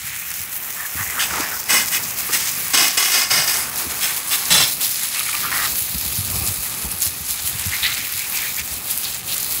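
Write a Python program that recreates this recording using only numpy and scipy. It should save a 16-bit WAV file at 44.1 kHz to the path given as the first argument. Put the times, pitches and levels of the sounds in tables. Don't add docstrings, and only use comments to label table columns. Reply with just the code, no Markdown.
import sys
import numpy as np
from scipy import signal
from scipy.fft import rfft, irfft
from scipy.io import wavfile

SR = 44100
rng = np.random.default_rng(int(sys.argv[2]) if len(sys.argv) > 2 else 0)


def elevation(decibels):
    levels = np.asarray(decibels, float)
    return 10 ** (levels / 20)


def generate_wav(signal):
    frames = np.transpose(np.atleast_2d(signal))
    scaled = np.clip(frames, -1, 1) * 32767
    pcm = np.round(scaled).astype(np.int16)
    wavfile.write(sys.argv[1], SR, pcm)


N = 423360
LIFTED_S = 3.9


def rms_one(x):
    return x / np.sqrt(np.mean(x ** 2) + 1e-20)


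def in_time(rows, start=0, stop=N):
    s, *columns = np.transpose(rows)
    return [np.interp(np.arange(start, stop) / SR, s, c) for c in columns]


def curve(rows, start=0, stop=N):
    return in_time(rows, start, stop)[0]


def coloured(x, points):
    hz, db = np.transpose(points)
    grid = np.fft.rfftfreq(len(x), 1 / SR) + 1
    gain = elevation(np.interp(np.log(grid), np.log(hz), db))
    return rms_one(irfft(rfft(x) * gain, len(x)))


def cut(x, hz, kind, order=4):
    return signal.sosfilt(signal.butter(order, hz, kind, fs=SR, output="sos"), x)


def resonance(x, hz, width_hz):
    r = np.exp(-np.pi * width_hz / SR)
    poles = [1, -2 * r * np.cos(2 * np.pi * hz / SR), r * r]
    return signal.lfilter(np.array([1, 0, -1]) * (1 - r * r) / 2, poles, x)


def drift(rate):
    r = np.exp(-80 * np.pi * rate / SR)
    slow = signal.lfilter([1], [1, -2 * r, r * r], rng.standard_normal(N // 40 + 2002))[2000:]
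    return np.interp(np.arange(N) / 40, np.arange(len(slow)), rms_one(slow))


def droplets(per_s, spread_db, burst_ms, share):
    struck = rng.random(N) < per_s / SR
    sizes = elevation(spread_db * np.minimum(rng.exponential(1, N), 2.1)) * struck
    bursts = signal.lfilter([1], [1, -np.exp(-1000 / (burst_ms * SR))], sizes)
    return rms_one(rng.standard_normal(N) + share * rms_one(bursts * rng.standard_normal(N)))


def puffs(rows, gain_db, rise_s, width):
    out, t = np.zeros(N + SR), np.arange(SR // 40) / SR
    for (s, db, hz), noise in zip(rows, rng.standard_normal((len(rows), len(t)))):
        puff = noise * t * np.exp(-t / rise_s)
        for _ in range(2):
            puff = resonance(puff, hz, width * hz)
        a = int(s * SR)
        out[a:a + len(t)] += elevation(db + gain_db) * puff / np.abs(puff).max()
    return out[:N]


# pitch_hz, level_db [dB per Hz]
TRAFFIC_COLOUR = [(18, -40), (30, -0.5), (86, -1.5), (165, -1.5), (564, -10), (788, -7.5), (1010, -13),
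                  (1220, -4.5), (1480, -19.5), (2000, -17), (2600, -3), (4400, -120)]
# start_s, level_db
TRAFFIC_SWELL = [(0, -3), (.55, 0.5), (1.2, 2), (6.8, 4), (7.7, 2), (9.6, 3.5)]


def traffic():
    level_db = -44.5 + curve(TRAFFIC_SWELL) + 2.5 * drift(1.9)
    return elevation(level_db) * coloured(rng.standard_normal(N), TRAFFIC_COLOUR)


# start_s, speed [turns per s], level_db
ENGINE_SPEED = [
    (1.75, 46, -72),
    (1.9, 46.5, -47),
    (2.3, 48.5, -46),
    (2.7, 51, -46),
    (2.85, 52, -72),
]
# order [cycles per turn], level_db
ENGINE_HARMONICS = [
    (3, 0),
    (4, -6),
]


def engine():
    turns, level_db = in_time(ENGINE_SPEED)
    angle = 2 * np.pi * np.cumsum(turns) / SR
    tones = sum(elevation(db) * np.sin(order * angle) for order, db in ENGINE_HARMONICS)
    return elevation(level_db + 1.4 * drift(3.9)) * tones


# start_s, level_db
WIND_LEVEL = [(0, -45), (.64, -55), (.91, -66), (1.6, -46), (2.03, -65), (3.13, -63), (3.9, -51),
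              (4.44, -54), (5.2, -50), (5.9, -43.5), (6.36, -32), (6.6, -48), (7.3, -50), (7.5, -40),
              (8.4, -51), (9.2, -46), (9.6, -50)]
# start_s, level_db [peak], pitch_hz
PORT_BUFFETS = [(0.033, -36, 124), (0.393, -32, 102), (0.946, -26, 87.5), (0.996, -23, 111),
                (1.062, -30, 80), (1.307, -29, 80.7), (1.37, -34, 109), (3.858, -29, 88.8),
                (5.707, -35, 72.7), (5.939, -19, 71), (6.052, -22, 77), (6.111, -27, 104),
                (6.178, -18, 107), (6.298, -22, 105), (6.348, -22, 72), (6.411, -22, 80.5),
                (6.482, -22.5, 107), (6.571, -24.5, 65), (6.839, -18.5, 63), (6.929, -28, 103),
                (7.057, -24, 96), (7.199, -25, 80.7), (7.289, -31, 59.5), (7.437, -32, 83.4),
                (7.54, -27, 119), (7.656, -17, 98), (7.814, -29, 75.4), (8.138, -29, 111), (8.598, -29, 76),
                (8.704, -27, 75.4)]


def wind():
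    rumble = rms_one(cut(rng.standard_normal(N), [50, 140], "band", order=2))
    rumble *= elevation(curve(WIND_LEVEL) - 0.5 + 0.97 * drift(17.0))
    t = np.arange(SR // 8) / SR
    crack_hz, crack_s = 300, 0.0028
    for s, db, hz in PORT_BUFFETS:
        thump = np.sin(2 * np.pi * hz * (t - 2.0 * t ** 2)) * t / 0.0087 * np.exp(1 - t / 0.011)
        slap = elevation(-6) * np.sin(2 * np.pi * 210 * (t - 7.4 * t ** 2)) * t / 0.006 * np.exp(1 - t / 0.0077)
        crack = elevation(-19) * np.sin(2 * np.pi * crack_hz * t) * t / crack_s * np.exp(1 - t / crack_s)
        a = int(s * SR)
        rumble[a:a + len(t)] += elevation(db - 6.0) * (thump + slap + crack)[:N - a]
    return rumble


# start_s, level_db
CASE_TONE = [(0, -68), (2.1, -51), (2.3, -51), (2.7, -41), (3.6, -51), (3.85, -43), (4, -63), (4.3, -42),
             (4.5, -40), (4.7, -58), (4.9, -66), (9.6, -68)]


def singing():
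    hz, width_hz = 1126, 110
    tone = resonance(resonance(rng.standard_normal(N), hz, width_hz), hz, 2 * width_hz)
    return elevation(curve(CASE_TONE)) * rms_one(tone)


# start_s, level_db [peak], pitch_hz
ROCKING = [(.951, -32, 260), (1.007, -36, 270), (1.327, -30, 300), (1.368, -29, 300), (1.396, -19, 300),
           (1.398, -33, 600), (1.712, -30, 280), (2.815, -24, 300), (3.865, -27.5, 334), (5.948, -28, 210),
           (6.84, -29, 230)]


def knocks():
    return puffs(ROCKING, gain_db=0, rise_s=0.0029, width=0.6)


# start_s, level_db [peak], pitch_hz
BIG_DROPS = [(1.2037, -9, 7550), (1.6018, -19, 5510), (1.8886, -13, 8260), (1.9485, -12, 5240),
             (2.3361, -6, 8340), (2.4544, -20, 7990), (2.4728, -13, 6500), (2.9811, -11, 5810),
             (4.4544, -10, 6550), (4.5236, -4, 3700), (4.8189, -16, 7830), (4.8319, -13, 7060),
             (6.155, -13, 6320), (6.4647, -11, 8020), (6.4752, -7, 8070), (6.9157, -11, 8170),
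             (7.004, -10, 8420), (7.0204, -2, 8200), (7.0653, -12, 6330), (7.6395, -15, 4270),
             (7.8654, -8, 3990), (8.1748, -16, 7820), (8.373, -9, 5950), (9.05, -17, 4200),
             (9.2873, -22, 4300), (9.323, -14, 4220), (9.3666, -13, 8440)]


def smacks():
    return puffs(BIG_DROPS, gain_db=1.5, rise_s=0.00058, width=0.66)


# start_s, level_db [peak]
TINY_DROPS = [(2.4544, -14), (2.5494, -14), (2.564, -10), (2.6818, -10), (7.3088, -2), (7.6595, -9),
              (7.7244, -14), (8.9116, -5), (8.976, -4), (9.0389, -11), (9.3666, -13), (9.3804, -6),
              (9.4014, -10), (9.43, -6), (9.4454, -7), (9.523, -5)]


def ticks():
    rows = [(s, db, 10500) for s, db in TINY_DROPS]
    return puffs(rows, gain_db=1, rise_s=0.00033, width=1)


# start_s, level_db [peak], pitch_hz
HOLLOW_GULPS = [(0.686, -21, 1930), (0.799, -18, 1860), (0.85, -16, 1710), (0.927, -27, 1890),
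                (0.962, -26, 2220), (0.982, -25, 1860), (1.064, -16, 1790), (1.098, -24, 2030),
                (1.136, -24, 1260), (1.202, -18, 3000), (1.202, -9, 1680), (1.305, -14.5, 1480),
                (1.335, -16, 1310), (1.543, -19, 1530),
                (5.1572, -18, 2250), (5.2535, -23, 2230), (5.2869, -13, 2230), (5.3285, -12, 2410),
                 (5.3488, -9, 2520), (5.4016, -22, 2220), (5.4478, -13, 1270), (5.5153, -15, 1380),
                 (5.5414, -15, 1310), (5.6498, -12, 1290),
                (7.734, -10, 2060), (7.828, -9, 3750), (8.0445, -17, 2590), (8.1288, -24, 2650),
                    (8.3443, -17, 2200), (8.3738, -22, 2480), (8.427, -14, 2190), (8.585, -20, 2300),
                    (8.594, -16, 2520), (8.6566, -28, 3830)]


def gulps():
    rows = HOLLOW_GULPS
    return puffs(rows, gain_db=-4.5, rise_s=0.0018, width=0.27)


def hollow(gush, hz):
    width_hz = 0.24 * hz
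    core = rms_one(resonance(resonance(gush, hz, width_hz), hz, width_hz))
    skirts = rms_one(cut(resonance(gush, hz, 2 * width_hz), hz / 2, "high", order=2))
    return rms_one(core + elevation(-3) * skirts)


# start_s, length_s, level_db, pitch_hz,
# neighbour_hz
HOLLOW_SPURTS = [(.01, 0.28, -41.5, 2460, 1800), (0.753, 0.11, -37, 1840, 1140),
                 (0.962, 0.067, -30, 1880, 1170), (1.052, 0.089, -35, 2000, 2490),
                 (1.119, 0.11, -31, 1310, 1890), (1.3, 0.14, -33.5, 1280, 2310),
                 (1.38, 0.0047, -32, 930, 506), (1.416, 0.074, -33.5, 1770, 2570),
                 (1.5, .065, -35.5, 1440, 2000), (2.283, 0.0089, -33, 1140, 1800),
                 (2.287, 0.006, -39, 470, 300), (3.83, 0.022, -41.5, 355, 1300),
                 (5.134, 0.083, -31.5, 2520, 1260), (5.255, 0.03, -33, 2330, 1900),
                 (5.274, 0.008, -33, 1300, 2250), (5.31, 0.049, -34, 1230, 2490),
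                 (5.428, 0.025, -29, 1300, 1810), (5.466, 0.028, -34, 1310, 2300),
                 (5.504, 0.064, -26.5, 1960, 1100), (5.559, 0.11, -26.5, 1880, 1330),
                 (5.604, 0.059, -28, 1220, 1950), (5.654, 0.023, -42, 1760, 1250),
                 (6.315, 0.042, -40, 1080, 750), (6.84, 0.008, -44, 900, 450),
                 (7.596, 0.85, -47, 2400, 1910), (7.707, 0.046, -31.5, 2030, 2600),
                    (7.824, 0.046, -22.5, 3940, 3000), (7.828, 0.038, -24, 1950, 2600),
                    (7.869, 0.045, -31.5, 2180, 1400), (7.878, 0.05, -31, 3800, 2700),
                    (7.963, 0.1, -37, 2100, 2600), (8.16, 0.097, -36.5, 2480, 4000),
                    (8.315, 0.099, -33.5, 2350, 3900), (8.403, 0.056, -35, 2000, 4400),
                    (8.434, 0.083, -34, 2350, 4300), (8.564, 0.045, -33.5, 2420, 1750),
                    (9.03, 0.054, -36, 4200, 2980), (9.27, 0.07, -32.5, 4100, 2730)]


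def spurts():
    out, glugs = np.zeros(N), droplets(per_s=81, spread_db=-2.0, burst_ms=0.38, share=0.71)
    for s, length, db, hz, neighbour_hz in HOLLOW_SPURTS:
        a, size = int((s - .006) * SR), int((length + 0.029) * SR)
        gush = glugs[a:a + size] * signal.windows.tukey(size, .7)
        out[a:a + size] += elevation(db) * (hollow(gush, hz) - elevation(-6.5) * hollow(gush, neighbour_hz))
    return out


# start_s [centre], level_db, half_length_s, hiss_share [ratio]
EDGE_CATCHES = [(0.08, 3, 0.021, 1.1), (0.385, 3, 0.037, 0.6), (0.536, 3, 0.034, 1), (1.6, 5.5, 0.0087, 1),
                (1.884, 5, 0.0061, 0.4), (1.41, 2.5, 0.041, 0.1), (2.194, 6, 0.015, 0.6),
                (2.42, 5.5, 0.032, 0), (2.483, 8, 0.016, 0), (3.797, 2.5, 0.042, 1), (3.912, 7, 0.02, 1),
                (4.84, 5.5, 0.034, .8), (5.41, 2, 0.056, 1.1), (6.48, 4, 0.018, 1), (6.913, 4.5, 0.011, 1),
                (7.028, 10, 0.018, 0.8), (7.072, 6.5, 0.023, 1), (7.303, 7, 0.031, 0.9),
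                (7.396, 7.5, 0.012, 0), (7.467, 6.5, 0.023, 1), (8.188, 5.5, 0.02, 1),
                (8.378, 6, 0.037, 0.2), (8.599, 10, 0.017, 0), (8.753, 1.5, 0.031, 1), (8.912, 6, 0.017, 1),
                (9.052, 3, 0.015, 0.5), (9.307, 3.5, 0.13, 0)]
# start_s [centre], level_db, half_length_s
JET_LAPSES = [(0.485, -3.5, 0.034), (0.602, -4, 0.026), (1.47, -4, 0.023), (1.64, -4, 0.045),
              (3.268, -8, 0.032), (3.7, -8.5, 0.037), (3.895, -6, 0.077), (4.255, -4.5, 0.057),
              (4.775, -8, 0.034), (5.104, -3, 0.019), (5.304, -1, 0.05), (5.477, -4, 0.037),
              (6.696, -4, 0.0087), (6.885, -5, 0.011), (8.62, -6, 0.039), (8.824, -8.5, 0.044),
              (9.227, -10, 0.055)]


def wavering():
    t, level_db = np.arange(0, N, 40) / SR, 0
    lapses = [(s, db, half_s, 0.84) for s, db, half_s in JET_LAPSES]
    for s, change_db, half_s, hiss_share in EDGE_CATCHES + lapses:
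        reach_s = half_s * np.where(t > s, 1.04, 1)
        bell = np.exp(-((t - s) / reach_s) ** 2)
        level_db = level_db + change_db * np.outer([1, hiss_share], bell)
    return [np.interp(np.arange(N) / SR, t, row) for row in level_db]


def patchy(x):
    edges = np.geomspace(2800, 15500, num=8)
    out = x.copy()
    for low, high in zip(edges, edges[1:]):
        out += (elevation(1.2 * drift(3.5)) - 1) * resonance(x, np.sqrt(low * high), high - low)
    return out


# pitch_hz, level_db [dB per Hz]
NEAR_MIST_COLOUR = [(1650, -25), (2800, -4.5), (4210, 2.5), (5230, 1), (5730, -1), (6190, 0.5),
                    (8920, -1.5), (10200, 3), (12200, 1.5), (15000, -1)]
# pitch_hz, level_db [dB per Hz]
FAR_MIST_COLOUR = [(1650, -48), (2800, -25), (3750, -21), (4800, -0.5), (6240, 0), (7970, -2.5),
                   (9640, -4.5), (15000, 3.5)]
# start_s, closeness [0 far to 1 near]
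SPRAY_CLOSENESS = [(0, 0.48), (1.2, 0.066), (4.0, 0.66), (4.8, 1), (9.6, 0.98)]


def mist(stream):
    near = np.clip(curve(SPRAY_CLOSENESS), 0, 1)
    return near * coloured(stream, NEAR_MIST_COLOUR[:-1]) + (1 - near) * coloured(stream, FAR_MIST_COLOUR)


# start_s, level_db
SPRAY_FINENESS = [(0, 0), (5.2, 0), (6.1, 1.5), (6.8, -1.5), (7.3, -0.5), (7.6, 1), (8.7, 2), (9.2, 2),
                  (9.6, 3)]


def fine_hiss(drops, fine_db):
    hiss = rms_one(cut(drops, 8500, "high")) * elevation(fine_db + 1.55 * drift(17))
    return hiss + (elevation(curve(SPRAY_FINENESS)) - 1) * cut(hiss, 9100, "high")


def stone_spatter(drops, bone_db, aim_db):
    spatter = rms_one(cut(drops, 8500, "low")) * elevation(-2 + 0.53 * bone_db + aim_db + 0.92 * drift(30))
    shaded_until_s, shade_hz = 1.45, 4900
    shade = 0.51 * np.clip(2 * (shaded_until_s - np.arange(N) / SR), 0, 1)
    return spatter - shade * resonance(spatter, shade_hz, shade_hz / 4)


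# pitch_hz, level_db [dB per Hz]
WASH_COLOUR = [(350, -11), (600, -9.5), (798, -2.5), (863, -2), (1050, -2.5), (1320, -1), (2180, 3),
               (3300, -4.5), (4290, -7.5), (7260, -120)]
# start_s, level_db
HOLLOW_DEPTH = [(0, -25), (.6, 1.5), (1, 1), (1.4, 5.5), (2, 2.5), (2.9, -10), (3.6, 8.5), (3.9, 4.5),
                (4.4, 1.5), (5.2, -3.5), (5.7, 0.5), (6.3, 1), (6.9, 2.5), (7.7, -2), (8, -14), (8.3, 2),
                (8.9, 1), (9.6, 0)]


def bone_wash(stream, bone_db, aim_db, fine_db):
    wash = coloured(stream + 1.2 * rng.standard_normal(N), WASH_COLOUR)
    wash += (elevation(curve(HOLLOW_DEPTH)) - 1) * cut(wash, 1760, "low", order=2)
    level_db = bone_db + 0.62 * aim_db - 0.23 * np.maximum(fine_db, 0) + 1.2 * drift(16)
    return wash * elevation(level_db)


# start_s, level_db
JET_FLOW = [(0, -29), (.9, -25), (1.55, -26), (2.02, -24.5), (2.45, -22), (3.6, -21.5), (4.25, -23),
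            (4.9, -20), (5.25, -24), (5.6, -20.5), (6.1, -22), (6.7, -24.5), (7.2, -28), (7.6, -24.5),
            (8.1, -26), (8.7, -24), (9.4, -21.5), (9.6, -21)]
# start_s, level_db
BONE_SHARE = [(0, -8.5), (.65, -10), (.85, -11), (1.4, -3.5), (1.6, -8), (2.1, -11), (2.7, -12), (3.7, -12),
              (4.3, -10), (4.95, -16), (5.2, -10.5), (5.66, -10.5), (5.72, -17.5), (7.65, -11), (7.75, -6),
              (8.5, -14), (8.7, -13.5), (9.6, -18.5)]


def spray():
    bone_db = curve(BONE_SHARE)
    aim_db, fine_db = wavering()
    surge_db = 0.42 * drift(39) + 0.05 * drift(51)
    stream = droplets(per_s=600, spread_db=6.5, burst_ms=0.26, share=0.76)
    drops = mist(stream)
    on_stone = patchy(fine_hiss(drops, fine_db) + stone_spatter(drops, bone_db, aim_db))
    wash = bone_wash(stream, bone_db, aim_db, fine_db)
    return elevation(curve(JET_FLOW) + surge_db) * (on_stone + wash)


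def echoed(roar, path, scatter, low_antler):
    ground_ms, ground, bone_ms, bone = path
    taps = np.zeros(320)
    places = np.linspace(40, 310, len(scatter)).astype(int) + (20 * scatter).astype(int)
    taps[places] = scatter
    taps[[0, round(ground_ms * SR / 1000), round(bone_ms * SR / 1000)]] = 1, ground, -bone
    taps[round(2.42 * SR / 1000)] += 0.22 * low_antler
    return signal.lfilter(taps, [1], roar)[320:]


# pitch_hz, width_hz, level_db
DEEP_MODES = [
    (750, 160, -4),
    (1100, 58, 0),
    (1400, 55, -10),
]
# pitch_hz, width_hz, level_db
LOW_MODES = [(1840, 380, 1.5), (2130, 62, -3.5), (2520, 41, -7), (2880, 150, -2.5), (3340, 84, -8.5),
             (3610, 72, -4), (4780, 180, -3), (5260, 130, 0.5), (5940, 280, 0), (6180, 60, -3),
             (6500, 170, -1), (7300, 140, -10), (7900, 170, 2), (8500, 54, -9)]
# pitch_hz, width_hz, level_db
LIFTED_MODES = [(1170, 35, -19), (1840, 90, -5), (2200, 110, -8), (2800, 68, -7), (3400, 56, 6),
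                (3980, 110, -1), (4970, 62, -9), (5420, 130, 2), (6300, 96, -2), (8200, 120, -4),
                (7490, 44, -5), (7700, 90, 1), (10500, 150, -3), (11260, 110, -3)]


def rung(heard, ring, seat, low_antler):
    low_hz, high_hz, high_db, _, top_db = ring
    low_db, body_db, antler_db = seat
    heard = heard + (elevation(low_db) - 1) * resonance(heard, low_hz, 0.6 * low_hz)
    heard += (elevation(high_db) - 1) * resonance(heard, high_hz, 0.15 * high_hz)
    heard -= 0.12 * resonance(heard, 0.95 * high_hz, 0.11 * high_hz)
    heard += (elevation(1.5) - 1) * resonance(heard, 8430, 900)
    heard += (elevation(top_db) - 1) * cut(heard, 11100, "high", order=1)
    heard += (elevation(body_db) - 1) * cut(heard, 2300, "low", order=2)
    heard += sum(elevation(db - 3) * resonance(heard, hz, 1.5 * width_hz) for hz, width_hz, db in DEEP_MODES)
    modes, modes_db = (LOW_MODES, 0.5) if low_antler else (LIFTED_MODES, 5)
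    modes_db += antler_db
    return heard + sum(elevation(modes_db + db) * resonance(heard, hz, 1.9 * width_hz) for hz, width_hz, db in modes)


def drummed(thud, drum_hz, strike_db):
    drum = thud + 8.2 * resonance(thud, drum_hz, 0.33 * drum_hz)
    level_db = -27.5 + 0.84 * (strike_db + 12.5) + 4 * np.log2(300 / drum_hz)
    return rms_one(drum) * elevation(level_db)


# start_s, level_db, rise_s, hold_s, fall_s
ANTLER_STRIKES = [(1.19, -17, 0.016, 0.037, 0.047), (1.685, -10.5, 0.049, 0.036, 0.12),
                  (1.911, -15, 0.052, 0.0086, 0.021), (2.32, -13, 0.019, 0.012, .06),
                  (2.733, -10, 0.005, 0.11, 0.13), (2.971, -13.5, 0.0089, 0.1, 0.16),
                  (3.116, -15.5, 0.034, 0.074, 0.14), (3.301, -12.5, 0.025, 0.06, 0.14),
                  (3.475, -17.5, 0.0087, 0.072, 0.15), (4.009, -16.5, 0.023, 0.016, 0.14),
                  (4.306, -14.5, 0.028, 0.016, 0.046), (4.501, -10, 0.029, 0.037, 0.035),
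                  (4.569, -11, 0.039, 0.019, 0.086)]
# ground_ms, ground_gain [ratio], bone_ms [inverted echo], bone_gain [ratio]
ECHO_PATHS = [(1.15, 0.16, 2.1, 0.17), (2.05, 0.45, 2.16, 0.3), (2.09, 0.5, 2.18, 0.45),
              (2.18, 0.35, 0.91, 0.15), (2.77, 0.3, 2.2, 0.22), (2.72, 0.3, 2.2, 0.25),
              (2.81, 0.33, 2.52, 0.25), (2.79, 0.3, 2.52, 0.3), (2.79, 0.28, 2.52, 0.15),
              (2.77, 0.22, 1.04, 0.2), (2.52, 0.2, 2.11, 0.22), (2.29, 0.38, 2.4, 0.2),
              (2.24, 0.25, 2.36, 0.28)]
# low_hz, middle_hz, middle_db, drum_hz, top_db [above 11.1 kHz]
SPOT_RINGS = [(2420, 3040, 10, 600, 0), (2100, 4900, 1, 210, 2), (2100, 5000, -1, 300, 8.5),
              (2000, 5600, 3, 310, 3), (2600, 5000, 6.5, 260, -19), (2100, 5400, 5.5, 390, -13),
              (2100, 4800, 7, 260, -13), (2100, 4800, 8.5, 125, -19), (2060, 4800, 8.5, 370, 5),
              (2100, 2900, 2, 185, 3), (2100, 3600, 7, 380, 4.5), (3430, 3750, 6, 137, -13),
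              (3780, 4800, 1, 108, -14)]
# low_ring_db, body_db [below 2.3 kHz], antler_db
STRIKE_SEATING = [(0, -6, -1), (3, 1, 2.5), (8, -4, -2), (2, -7, 0), (2.5, -3, -5.5), (0, -5.5, -5),
                  (0.5, -4.5, -3), (1.5, 0.5, -0.5), (4, -3, 6), (6, -6, -4), (5, -6, -11), (0, -3, -4),
                  (7.5, 2, 1)]
# pitch_hz, level_db [dB per Hz]
ROAR_COLOUR = [(290, -19.5), (500, -7.5), (1280, -6), (1800, -6.5), (4350, -8.5), (5230, -7), (7160, -9),
               (8020, -6), (15000, -15.5)]


def strikes():
    out, stream = np.zeros(N), droplets(per_s=720, spread_db=6.5, burst_ms=0.26, share=0.67)
    roar = coloured(stream, ROAR_COLOUR[:-1])
    thud = rms_one(cut(stream, [110, 700], "band", order=2))
    scatters = rng.standard_normal((len(ECHO_PATHS), 14)) * 0.062
    for strike, path, ring, seat, scatter in zip(ANTLER_STRIKES, ECHO_PATHS, SPOT_RINGS, STRIKE_SEATING, scatters):
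        s, db, rise, hold, fall = strike
        held_s, held_db = s + rise + hold, db - 30 * hold
        envelope = [(s, db - 16), (s + 0.25 * rise, db - 3.5), (s + rise, db),
                    (held_s, held_db), (held_s + fall, held_db - 20.5)]
        a, b = int(s * SR), int((held_s + fall) * SR)
        low_antler = s < LIFTED_S
        heard = rung(echoed(roar[a - 320:b], path, scatter, low_antler), ring, seat, low_antler)
        drum = drummed(thud[a:b], ring[3], db)
        fade = signal.windows.tukey(b - a, 160 / (b - a))
        out[a:b] += fade * elevation(curve(envelope, a, b)) * (rms_one(heard) + drum)
    return out * elevation(1.1 * drift(35))


def scene():
    background = traffic() + engine() + wind()
    impacts = knocks() + smacks() + ticks()
    hollows = singing() + gulps() + spurts()
    return (background + impacts + hollows + spray() + strikes())[None]


def band_limit(x):
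    return signal.sosfilt(signal.butter(12, 17090, fs=SR, output="sos"), x)


# pitch_hz, width_hz, depth [0-1]
PORT_DIPS = [
    (5830, 100, 0.4),
    (9220, 570, 0.24),
    (12100, 240, 0.6),
]


def record(dry):
    heard = cut(cut(dry[0], 48.5, "high"), 36, "high", order=2)
    for hz, width_hz, depth in PORT_DIPS:
        heard = heard - depth * resonance(heard, hz, width_hz)
    rounded = .72 * np.tanh(heard / .72)
    top_cut = signal.ellip(14, .5, 90, 15730, fs=SR, output="sos")
    finished = signal.sosfilt(top_cut, rounded)[None]
    return band_limit(finished)


dry = scene()
out = record(dry)
generate_wav(out)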